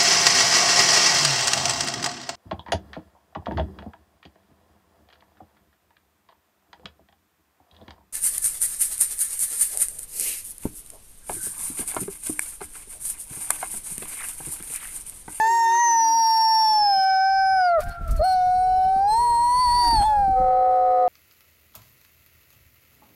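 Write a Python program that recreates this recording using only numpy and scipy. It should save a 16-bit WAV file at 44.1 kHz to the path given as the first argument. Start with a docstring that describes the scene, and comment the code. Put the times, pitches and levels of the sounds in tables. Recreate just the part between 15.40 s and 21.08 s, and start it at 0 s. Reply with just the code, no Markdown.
"""Outdoors, in light wind and among the calls of a distant pack, a wolf howls close to the microphone. Its
vocal folds give a nearly pure tone, joined by an independent high whistle and, early on, hollow pops. At 2.4 s
it takes one short breath; dry rustles sound and the low rumble is louder in the pause. The second howl begins
at 2.8 s; a brief side tone lies just below it at 4.3 s, dull knocks cluster late in it, and from 4.7 s the
voice splits into two beating tones."""
import sys
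import numpy as np
from scipy import signal
from scipy.fft import rfft, irfft, next_fast_len
from scipy.io import wavfile
from scipy.ndimage import uniform_filter1d, map_coordinates

SR = 44100
rng = np.random.default_rng(int(sys.argv[2]) if len(sys.argv) > 2 else 0)


def dump_mix(stems):
    """Bounce the given channels to the path in sys.argv[1] as a 16-bit WAV at rate SR."""
    frames = np.atleast_2d(stems).T  # one column per channel
    limited = np.clip(frames, -1, 1)  # hard clip at full scale
    pcm = np.round(limited * 32767).astype(np.int16)
    wavfile.write(sys.argv[1], SR, pcm)


N = 250488

# Fundamental of each howl: time_s, pitch_hz
FIRST_HOWL = [(0.0, 867), (0.13, 930.7), (0.29, 912.5), (0.42, 954.4), (0.56, 915), (0.69, 896),
              (0.76, 914), (0.78, 905), (1.2, 887), (1.37, 853.9), (1.57, 772.4), (1.78, 764), (1.89, 773),
              (2.15, 766.3), (2.3, 698.7), (2.36, 670), (2.39, 604.1)]
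SECOND_HOWL = [(2.81, 605.4), (2.85, 746.2), (2.86, 754.5), (3.03, 729.6), (3.45, 751.2), (3.6, 778.7),
               (3.66, 806.7), (3.82, 969.0), (3.97, 936.0), (4.22, 1011), (4.29, 958.6), (4.38, 977),
               (4.53, 922), (4.62, 799.8), (4.66, 876.0), (4.88, 773.6), (5.06, 753.5), (5.64, 733.2),
               (5.67, 720.0)]
# Brightness of the voice: time_s, second_harmonic_db, upper_harmonics_db
BRIGHTNESS = [(0, -23, -59.5), (0.14, -33.5, -47.5), (0.29, -30.5, -44), (0.44, -29, -57.5),
              (0.74, -48.5, -59), (1.12, -40.5, -63), (1.35, -47.5, -58.5), (1.7, -29, -63),
              (2.15, -29, -72.5), (2.35, -26.5, -58.5), (2.85, -40, -57.5), (3.3, -47, -63),
              (4.0, -49, -70), (4.5, -40.5, -62.5), (4.66, -49, -57.5), (4.77, -41.5, -67.5),
              (5.0, -55.5, -81.5), (5.68, -57, -91.5)]
# Balance of the upper harmonics: harmonic_number, gain_db
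BUZZ_HARMONICS = [(4, -2.5), (5, -6.5), (6, 2), (7, -3), (8, -5), (9, -13), (10, -12), (11, -12.5),
                  (12, -6.5), (13, -8), (16, -22.5)]
# Cracks in the voice: centre_s, half_width_s, tremble_db
VOICE_CRACKS = [(2.4, 0.011, -8), (2.81, 0.032, -16.5), (4.63, 0.03, -15)]
# One whistle in the first howl, two in the second: time_s, pitch_hz, level_db
FIRST_WHISTLE = [(0.005, 6390, -45), (0.175, 6530, -43), (0.29, 6290, -44), (0.36, 6285, -31.5),
                 (0.48, 6130, -24), (0.68, 5725, -27.5), (0.95, 5525, -26), (1.2, 5488, -24.5),
                 (1.37, 5396, -25), (1.46, 5225, -25.5), (1.58, 5150, -28.5), (1.82, 5140, -34.5),
                 (2.19, 5086, -37.5), (2.27, 4850, -39.5), (2.35, 3960, -63)]
SECOND_WHISTLE = [(2.815, 4240, -46.5), (2.86, 4282, -38), (2.92, 4230, -36.5), (2.98, 4020, -60.5),
                  (3.41, 4075, -55.5), (3.66, 4210, -65)]
THIRD_WHISTLE = [(3.675, 4146, -51), (3.72, 4130, -36.5), (3.82, 4307, -41), (3.93, 4243, -41.5),
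                 (4.1, 4296, -41.5), (4.23, 4510, -29.5), (4.3, 4427, -32), (4.38, 4560, -27.5),
                 (4.53, 4603, -26), (4.6, 4267, -31), (4.7, 4240, -57), (4.95, 4094, -66),
                 (5.67, 4070, -65.5)]
# Nearest sidebands of a middling whistle, and its octave: frequency_hz, base_level_db
SIDEBAND_SPECTRUM = [(3400, -58), (4350, -60.5), (4650, -43.5), (5200, -58), (5900, -52), (6400, -89),
                     (6900, -77.5), (7350, -33)]
OCTAVE_SPECTRUM = [(8050, -50.5), (8350, -39), (8600, -39.5), (9150, -38.5), (10200, -75), (11000, -42.5),
                   (12300, -60)]
# Colouring of the whistle's faint lines by the mouth: frequency_hz, gain_db
MOUTH_RESPONSE = [(1800, 5), (2400, 13.5), (3300, -5.5), (4500, -7.5), (5500, 20), (6800, -10), (8800, 3),
                  (11000, -1), (12400, 7.5), (13500, -4), (15500, -17.5)]
# Lower tone of the split voice: time_s, pitch_hz, level_db
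LOWER_TONE = [(4.7, 604, -41), (4.73, 574, -38.5), (4.81, 529, -42.5), (4.9, 504, -49.5), (4.95, 497, -38),
              (4.99, 516.3, -25.5), (5.41, 518, -25.5), (5.655, 513.7, -23)]
# Combination tones: howl_multiple, lower_tone_multiple, level_re_lower_tone_db
COMBINATION_TONES = [(1, 1, -12), (0, 2, -25), (-1, 2, -31), (2, 1, -33), (1, 2, -34)]
# Air rushing through the mouth: time_s, relative_throat_db, relative_hiss_db
AIRFLOW = [(0, -55, -42), (0.3, -53, -50), (0.65, -54.5, -45), (0.88, -55.5, -40), (1.33, -57.5, -45),
           (1.75, -58, -58), (2.0, -69.5, -61), (2.3, -61.5, -71), (2.6, -58.5, -70), (2.85, -61, -60.5),
           (3.0, -66.5, -60.5), (3.5, -65, -60), (3.75, -56.5, -52), (4.1, -62, -58.5), (4.47, -48, -40),
           (4.63, -46.5, -49.5), (4.72, -67.5, -52.5), (5.1, -60, -67), (5.68, -57, -66)]
# Puffs of breath between the howls: centre_s, half_width_s, throat_db
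BREATH_PUFFS = [(2.415, 0.016, -43), (2.5, 0.05, -54.5), (2.705, 0.025, -55.5), (2.775, 0.0092, -56)]
# Turbulence in the throat and its hiss: frequency_hz, relative_db
THROAT_SPECTRUM = [(300, -29.5), (700, -7.5), (1050, -2.5), (1400, 2), (2200, -4), (3000, -11), (4000, -12),
                   (8000, -46)]
HISS_SPECTRUM = [(2000, -32), (3700, -15), (4500, 3.5), (5700, -2.5), (7200, -14.5), (9000, -3),
                 (11000, -2.5), (13500, -7.5), (15500, -12)]
# Squeaks of the breath: centre_s, half_width_s, level_db
BREATH_SQUEAKS = [(2.52, 0.018, -52), (2.785, 0.016, -51)]
# Distant calls, and a brief side tone just below the near howl at 4.3 s:
# start_s, length_s, first_hz, middle_hz, last_hz, middle_db, growth_db, octave_gain_db
CALLS_AND_SIDE_TONE = [(0, 0.093, 436, 433, 402, -42, 2, -32),
                       (0.126, 0.64, 378.3, 359.4, 296.5, -45.5, -14.5, -28),
                       (0.645, 0.59, 740, 780, 759, -59.5, 5.5, -5.5),
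                       (1.27, 0.33, 303, 325, 300, -59, 1, -11),
                       (1.538, 0.3, 566, 530, 490, -54.5, -7, -19),
                       (2.401, 0.43, 707, 680.8, 652, -42, -6.5, -2.5),
                       (2.422, 0.15, 745, 789, 715, -46, -10.5, -5),
                       (2.612, 0.077, 675, 665, 620, -49, 14.5, 0),
                       (3.005, 0.63, 539, 439, 420, -51, 9, -29.5), (3.12, 0.45, 615, 632, 633, -70, 4, 6),
                       (3.62, 0.48, 417.5, 461, 482, -48.5, 4, -23.5),
                       (3.547, 0.55, 633, 382, 319, -53.5, -6, -9.5),
                       (4.275, 0.22, 762, 756, 733, -41.5, 21, -37),
                       (4.296, 0.19, 333, 380.5, 278, -47.5, 14, -15)]
# Dry rustles, soft knocks on the camera and hollow pops: start_s, relative_db
RUSTLE_EVENTS = [(2.404, -32.5), (2.433, -38.5), (2.4844, -39.5), (2.6767, -41.5), (2.7078, -32.5),
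                 (2.7616, -38.5)]
KNOCK_EVENTS = [(1.57, -45.5), (2.76, -50), (3.56, -37), (4.527, -25.5), (4.6, -32.5), (4.88, -29),
                (5.0, -32)]
POP_EVENTS = [(0.318, -28.5), (0.3348, -43.5), (0.351, -31.5), (0.3661, -36.5), (0.4549, -45.5),
              (0.4823, -34.5), (0.5275, -43.5), (0.538, -40)]
# Colours of those three sounds: frequency_hz, relative_db
RUSTLE_SPECTRUM = [(1500, -37.5), (3500, -5), (6000, 2), (9000, 5.5), (13000, 4), (15500, -10.5)]
KNOCK_SPECTRUM = [(30, -26), (100, 4), (300, -0.5), (420, -11), (700, -51)]
POP_SPECTRUM = [(500, -45), (1000, 2.5), (1400, 5.5), (1900, -8.5), (2600, -5), (5000, -30)]
# Steady wind rumble: time_s, level_db
BREEZE_LEVEL = [(0, -58), (0.6, -69.5), (1.1, -64), (1.8, -54.5), (2.3, -55), (3.1, -40), (4.2, -40.5),
                (4.75, -43), (5.2, -49), (5.68, -58)]
# Humps in the level of the low rumble, highest in the pause between the howls: centre_s, half_width_s, level_db
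RUMBLE_SWELLS = [(1.42, 0.055, -56), (2.0, 0.13, -54.5), (2.45, 0.051, -26.5), (2.66, 0.051, -26.5),
                 (2.76, 0.048, -20.5), (4.35, 0.11, -36.5), (4.58, 0.099, -30.5), (4.83, 0.056, -36),
                 (4.98, 0.15, -34)]
# Light rumble, deep rumble and open air: frequency_hz, relative_db
LIGHT_RUMBLE_SPECTRUM = [(10, -9.5), (25, 1), (55, -2.5), (100, -9), (170, -15.5), (300, -26), (600, -35.5),
                         (1500, -66)]
DEEP_RUMBLE_SPECTRUM = [(10, -12), (25, -4.5), (45, 0), (70, -7), (110, -20.5), (200, -32.5), (600, -62)]
OPEN_AIR_SPECTRUM = [(30, -12.5), (200, -2), (1000, -15), (3000, -23), (10000, -10.5), (15500, -35)]
# Decay of the echo from fences and trees: frequency_hz, t60_s
ECHO_DECAY = [(200, 0.28), (1500, 0.6), (8000, 0.02)]


def wolf():
    """Superposition: the folds, whistles and breath of one animal add as sound pressures."""
    first, *first_voice = vocal_folds(FIRST_HOWL)
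    second, second_hz, second_phase = vocal_folds(SECOND_HOWL)
    whistles = whistle(FIRST_WHISTLE, *first_voice, bright_db=-6, far_db=-1, fall_db=5,
                       octave_side_db=-15.5, third_db=-22, flutter_rad=0.12)
    whistles += whistle(SECOND_WHISTLE, second_hz, second_phase, bright_db=-13.5, far_db=-2, fall_db=7.5,
                        octave_side_db=-5.5, third_db=-9)
    whistles += whistle(THIRD_WHISTLE, second_hz, second_phase, bright_db=0, far_db=-12, fall_db=4,
                        octave_side_db=-16, third_db=-24)
    return first + second + whistles + split_voice(second, second_phase) + breath() + squeaks()


def vocal_folds(contour, level_db=-18.5, jitter=0.0018, mouth_resonance_hz=2290, rasp_rad=0.3):
    """Periodic vibration gives a fundamental and weak harmonics. Returns sound, pitch and phase."""
    hz = glide(curves(contour)[0])
    second_db, upper_db = curves(BRIGHTNESS)
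    # The third harmonic follows the second, losing 7 dB per kHz above the mouth's lowest resonance.
    excess_khz = np.maximum(3 * hz - mouth_resonance_hz, 0) / 1000
    third_db = -54.5 + 0.65 * (second_db + 40) - 7 * excess_khz
    throat_db = curves(AIRFLOW)[0]
    tremble = amp(throat_db + 22) + swells(VOICE_CRACKS)
    phase = turns(hz * (1 + jitter * wobble(60))) + tremble * wobble(330)
    sound = tone(level_db + 0.15 * wobble(35), phase)
    sound += tone(second_db + 1.3 * wobble(40), 2 * phase)
    sound += tone(third_db + 1.5 * wobble(35), 3 * phase)
    for harmonic, gain_db in BUZZ_HARMONICS:
        buzz_db = upper_db + gain_db + 2.5 * wobble(70) + 7.5 * wobble(5.6)
        sound += tautness(hz) * tone(buzz_db, harmonic * phase + rasp_rad * wobble(180))
    shimmer = 1 + 0.61 * tremble * wobble(330)
    return sound * shimmer * gate(contour, fade_s=0.024), hz, phase


def tautness(hz):
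    """Tension rises with pitch: 0 for slack folds, 1 once they are taut enough to buzz."""
    return np.clip((hz - 680) / 45, 0, 1)


def glide(hz, settle_s=0.019):
    """The throat needs time to settle, so a moving average rounds the corners of the pitch."""
    return uniform_filter1d(hz, int(settle_s * SR), mode="nearest")


def whistle(contour, howl_hz, howl_phase, bright_db, far_db, fall_db, octave_side_db, third_db,
            flutter_rad=0.041, jitter=0.0018, shimmer_db=0.98):
    """Modulation: the folds chop a high oscillator's air, making sidebands one howl pitch apart."""
    hz, db = curves(contour)
    hz = glide(hz)
    taut = tautness(howl_hz)
    drive_db = 0.78 * (db + 31.5)  # zero for a middling whistle
    lower_db = drive_db + along(SIDEBAND_SPECTRUM, hz - howl_hz)
    upper_db = drive_db + along(SIDEBAND_SPECTRUM, hz + howl_hz)
    octave_drive_db = 1.38 * np.minimum(db + 40.5, 0)  # saturates in a strong whistle
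    octave_db = octave_drive_db + along(OCTAVE_SPECTRUM, 2 * hz) + bright_db
    phase = turns(hz * (1 + jitter * wobble(110))) + flutter_rad * wobble(650)
    sound = tone(db, phase) + tone(lower_db, phase - howl_phase) + tone(upper_db, phase + howl_phase)
    sound += taut * tone(octave_db + shimmer_db * wobble(82), 2 * phase + 0.33 * wobble(340))
    # Faint lines around the first three harmonics: harmonic, sideband, base_db
    outer_db = (lower_db + upper_db) / 2 + far_db
    faint = [(1, k, outer_db - fall_db * (abs(k) - 1)) for k in (-3, -2, 2, 3, 4, 5)]
    faint += [(2, k, octave_db + octave_side_db - 5 * (abs(k) - 1)) for k in (-2, -1, 1, 2, 3)]
    faint += [(3, k, octave_db + third_db - 2.5 * abs(k)) for k in (-2, -1, 0, 1, 2)]
    for harmonic, sideband, base_db in faint:
        line_hz = harmonic * hz + sideband * howl_hz
        line_db = base_db + along(MOUTH_RESPONSE, line_hz) + 2 * wobble(60)
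        line_phase = harmonic * phase + sideband * howl_phase + 0.54 * wobble(160)
        sound += taut * tone(line_db, line_phase) * (line_hz < SR / 2)
    return sound * amp(shimmer_db * wobble(70)) * gate(contour, fade_s=0.0059)


def split_voice(howl, howl_phase):
    """Beating: a lower tone joins near two thirds of the pitch, and the mismatch makes both flutter."""
    hz, db = curves(LOWER_TONE)
    phase = turns(hz * (1 + 0.0014 * wobble(50))) + 0.088 * wobble(260)
    beat = np.cos(3 * phase - 2 * howl_phase)
    sound = tone(db, phase) * (1 + 0.19 * beat)
    sound += 1.32 * amp(db) * beat * howl
    for howl_multiple, lower_multiple, gain_db in COMBINATION_TONES:
        mixed_phase = howl_multiple * howl_phase + lower_multiple * phase
        sound += tone(db + gain_db, mixed_phase) * (1 + 0.31 * beat)
    return sound * gate(LOWER_TONE)


def breath(flicker_db=2.5):
    """Turbulence in the open mouth makes broadband noise, during the howls and between them."""
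    throat_db, hiss_db = curves(AIRFLOW)
    puffs = swells(BREATH_PUFFS)
    throat = (amp(throat_db + 1.5) + puffs) * noise(THROAT_SPECTRUM)
    hiss = (amp(hiss_db - 3) + amp(-4) * puffs) * noise(HISS_SPECTRUM)
    return (throat + hiss) * amp(flicker_db * wobble(80))


def squeaks(pitch_hz=4300, jitter=0.023):
    """Flow-driven oscillation: the whistle catches briefly on the breath between the howls."""
    return swells(BREATH_SQUEAKS) * tone(0, turns(pitch_hz * (1 + jitter * wobble(360))))


def calls_and_side_tone(jitter=0.0027):
    """Two harmonics on a parabola of pitch make each distant call and the near howl's brief side tone."""
    sound = np.zeros(N)
    for start_s, length_s, first_hz, middle_hz, last_hz, db, growth_db, octave_db in CALLS_AND_SIDE_TONE:
        position = np.clip((clock() - start_s) / length_s, 0, 1) - 0.5  # zero halfway through
        bend_hz = 2 * (first_hz + last_hz - 2 * middle_hz)
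        hz = middle_hz + (last_hz - first_hz) * position + bend_hz * position ** 2
        phase = turns(hz * (1 + jitter * wobble(40)))
        partials = tone(db, phase) + tone(db + octave_db, 2 * phase)
        window = gate([(start_s,), (start_s + length_s,)], fade_s=0.12 * length_s)
        sound += partials * amp(growth_db * position) * window
    return sound


def transients():
    """Damped bursts of noise: grainy rustles, dull knocks on the camera and a run of hollow pops."""
    grains = unit(noise(RUSTLE_SPECTRUM) * amp(3.6 * wobble(1000)))
    rustles = bursts(RUSTLE_EVENTS, rise_s=0.0019, t60_s=0.073) * grains
    knocks = bursts(KNOCK_EVENTS, rise_s=0.001, t60_s=0.12) * noise(KNOCK_SPECTRUM)
    pops = bursts(POP_EVENTS, rise_s=0.00087, t60_s=0.034) * noise(POP_SPECTRUM)
    return amp(-3) * rustles + amp(3) * knocks + amp(-4) * pops


def wind(open_air_db=-68, deep_above_db=-33):
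    """Turbulence at the microphone rumbles over faint open air; the rumble deepens as it swells."""
    strength = amp(curves(BREEZE_LEVEL)[0]) + swells(RUMBLE_SWELLS)
    deep_share = strength ** 2 / (strength ** 2 + amp(deep_above_db) ** 2)
    eddies = np.sqrt(1 - deep_share) * noise(LIGHT_RUMBLE_SPECTRUM)
    eddies += np.sqrt(deep_share) * noise(DEEP_RUMBLE_SPECTRUM)
    lumps = amp(3 * wobble(26))
    return strength * unit(eddies * lumps) + amp(open_air_db) * noise(OPEN_AIR_SPECTRUM)


def echo(sound):
    """Scattering from fences and trees leaves a diffuse tail whose treble dies first."""
    hz, time_s, spectra = signal.stft(rng.standard_normal(SR // 2), SR, nperseg=256)
    decay = amp(-60 * time_s / along(ECHO_DECAY, hz)[:, None])
    tail = signal.istft(spectra * decay, SR, nperseg=256)[1]
    return signal.fftconvolve(sound, tail / np.linalg.norm(tail))[:N]


def amp(db):
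    """Amplitude ratio of a level in decibels."""
    return 10 ** (np.asarray(db) / 20)


def unit(x):
    """Normalisation to rms 1."""
    return x / np.sqrt(np.mean(x ** 2) + 1e-20)


def along(points, hz):
    """Interpolation of (frequency_hz, value) points on a logarithmic frequency axis."""
    knots_hz, values = np.transpose(points)
    return np.interp(np.log(np.abs(hz) + 1), np.log(knots_hz + 1), values)


def clock():
    """The time of every sample in seconds."""
    return np.arange(N) / SR


def curves(rows):
    """Linear interpolation of each column after the time, one value per sample."""
    time_s, *columns = np.transpose(rows)
    return [np.interp(clock(), time_s, column) for column in columns]


def gate(rows, fade_s=0.036):
    """A window of 1 while a table lasts, with raised-cosine fades beyond its ends."""
    outside_s = np.maximum(rows[0][0] - clock(), clock() - rows[-1][0])
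    return np.cos(np.pi / 2 * np.clip(outside_s / fade_s, 0, 1)) ** 2


def swells(rows):
    """An envelope with one Gaussian hump per row."""
    return sum(amp(db) * np.exp(-((clock() - centre_s) / half_s) ** 2) for centre_s, half_s, db in rows)


def bursts(rows, rise_s, t60_s):
    """An envelope with a fast rise and an exponential decay at each event."""
    ages = [(np.maximum(clock() - start_s, 0), db) for start_s, db in rows]
    return sum(amp(db - 60 * age / t60_s) * (1 - np.exp(-age / rise_s)) for age, db in ages)


def filtered(x, response):
    """Linear filtering: the spectrum is multiplied by a frequency response."""
    size = next_fast_len(N + 8192)
    return irfft(rfft(x, size) * response(np.fft.rfftfreq(size, 1 / SR)), size)[:N]


def noise(spectrum):
    """White noise shaped to a spectrum, at rms 1."""
    return unit(filtered(rng.standard_normal(N), lambda hz: amp(along(spectrum, hz))))


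def wobble(rate_hz):
    """Smooth random modulation: a spline through rate_hz knots a second."""
    return map_coordinates(rng.standard_normal(int(N * rate_hz / SR) + 4), [clock() * rate_hz])


def turns(hz):
    """Phase in radians, the integral of angular frequency."""
    return 2 * np.pi * np.cumsum(hz) / SR


def tone(db, phase):
    """A sinusoid at an rms level."""
    return np.sqrt(2) * amp(db) * np.sin(phase)


def scene(wolf_echo_db=-36, faint_echo_db=-10):
    """Direct and scattered sound add: the wolf is almost dry, the calls and side tone echo more."""
    near, faint = wolf(), calls_and_side_tone()
    scattered = echo(amp(wolf_echo_db) * near + amp(faint_echo_db) * faint)
    return (near + faint + scattered + transients() + wind())[None]


def record(dry, limit_hz=15750):
    """Band limiting: an ideal low-pass filter removes the highest treble."""
    return filtered(dry[0], lambda hz: hz < limit_hz)[None]


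dry = scene()
out = record(dry)
dump_mix(out)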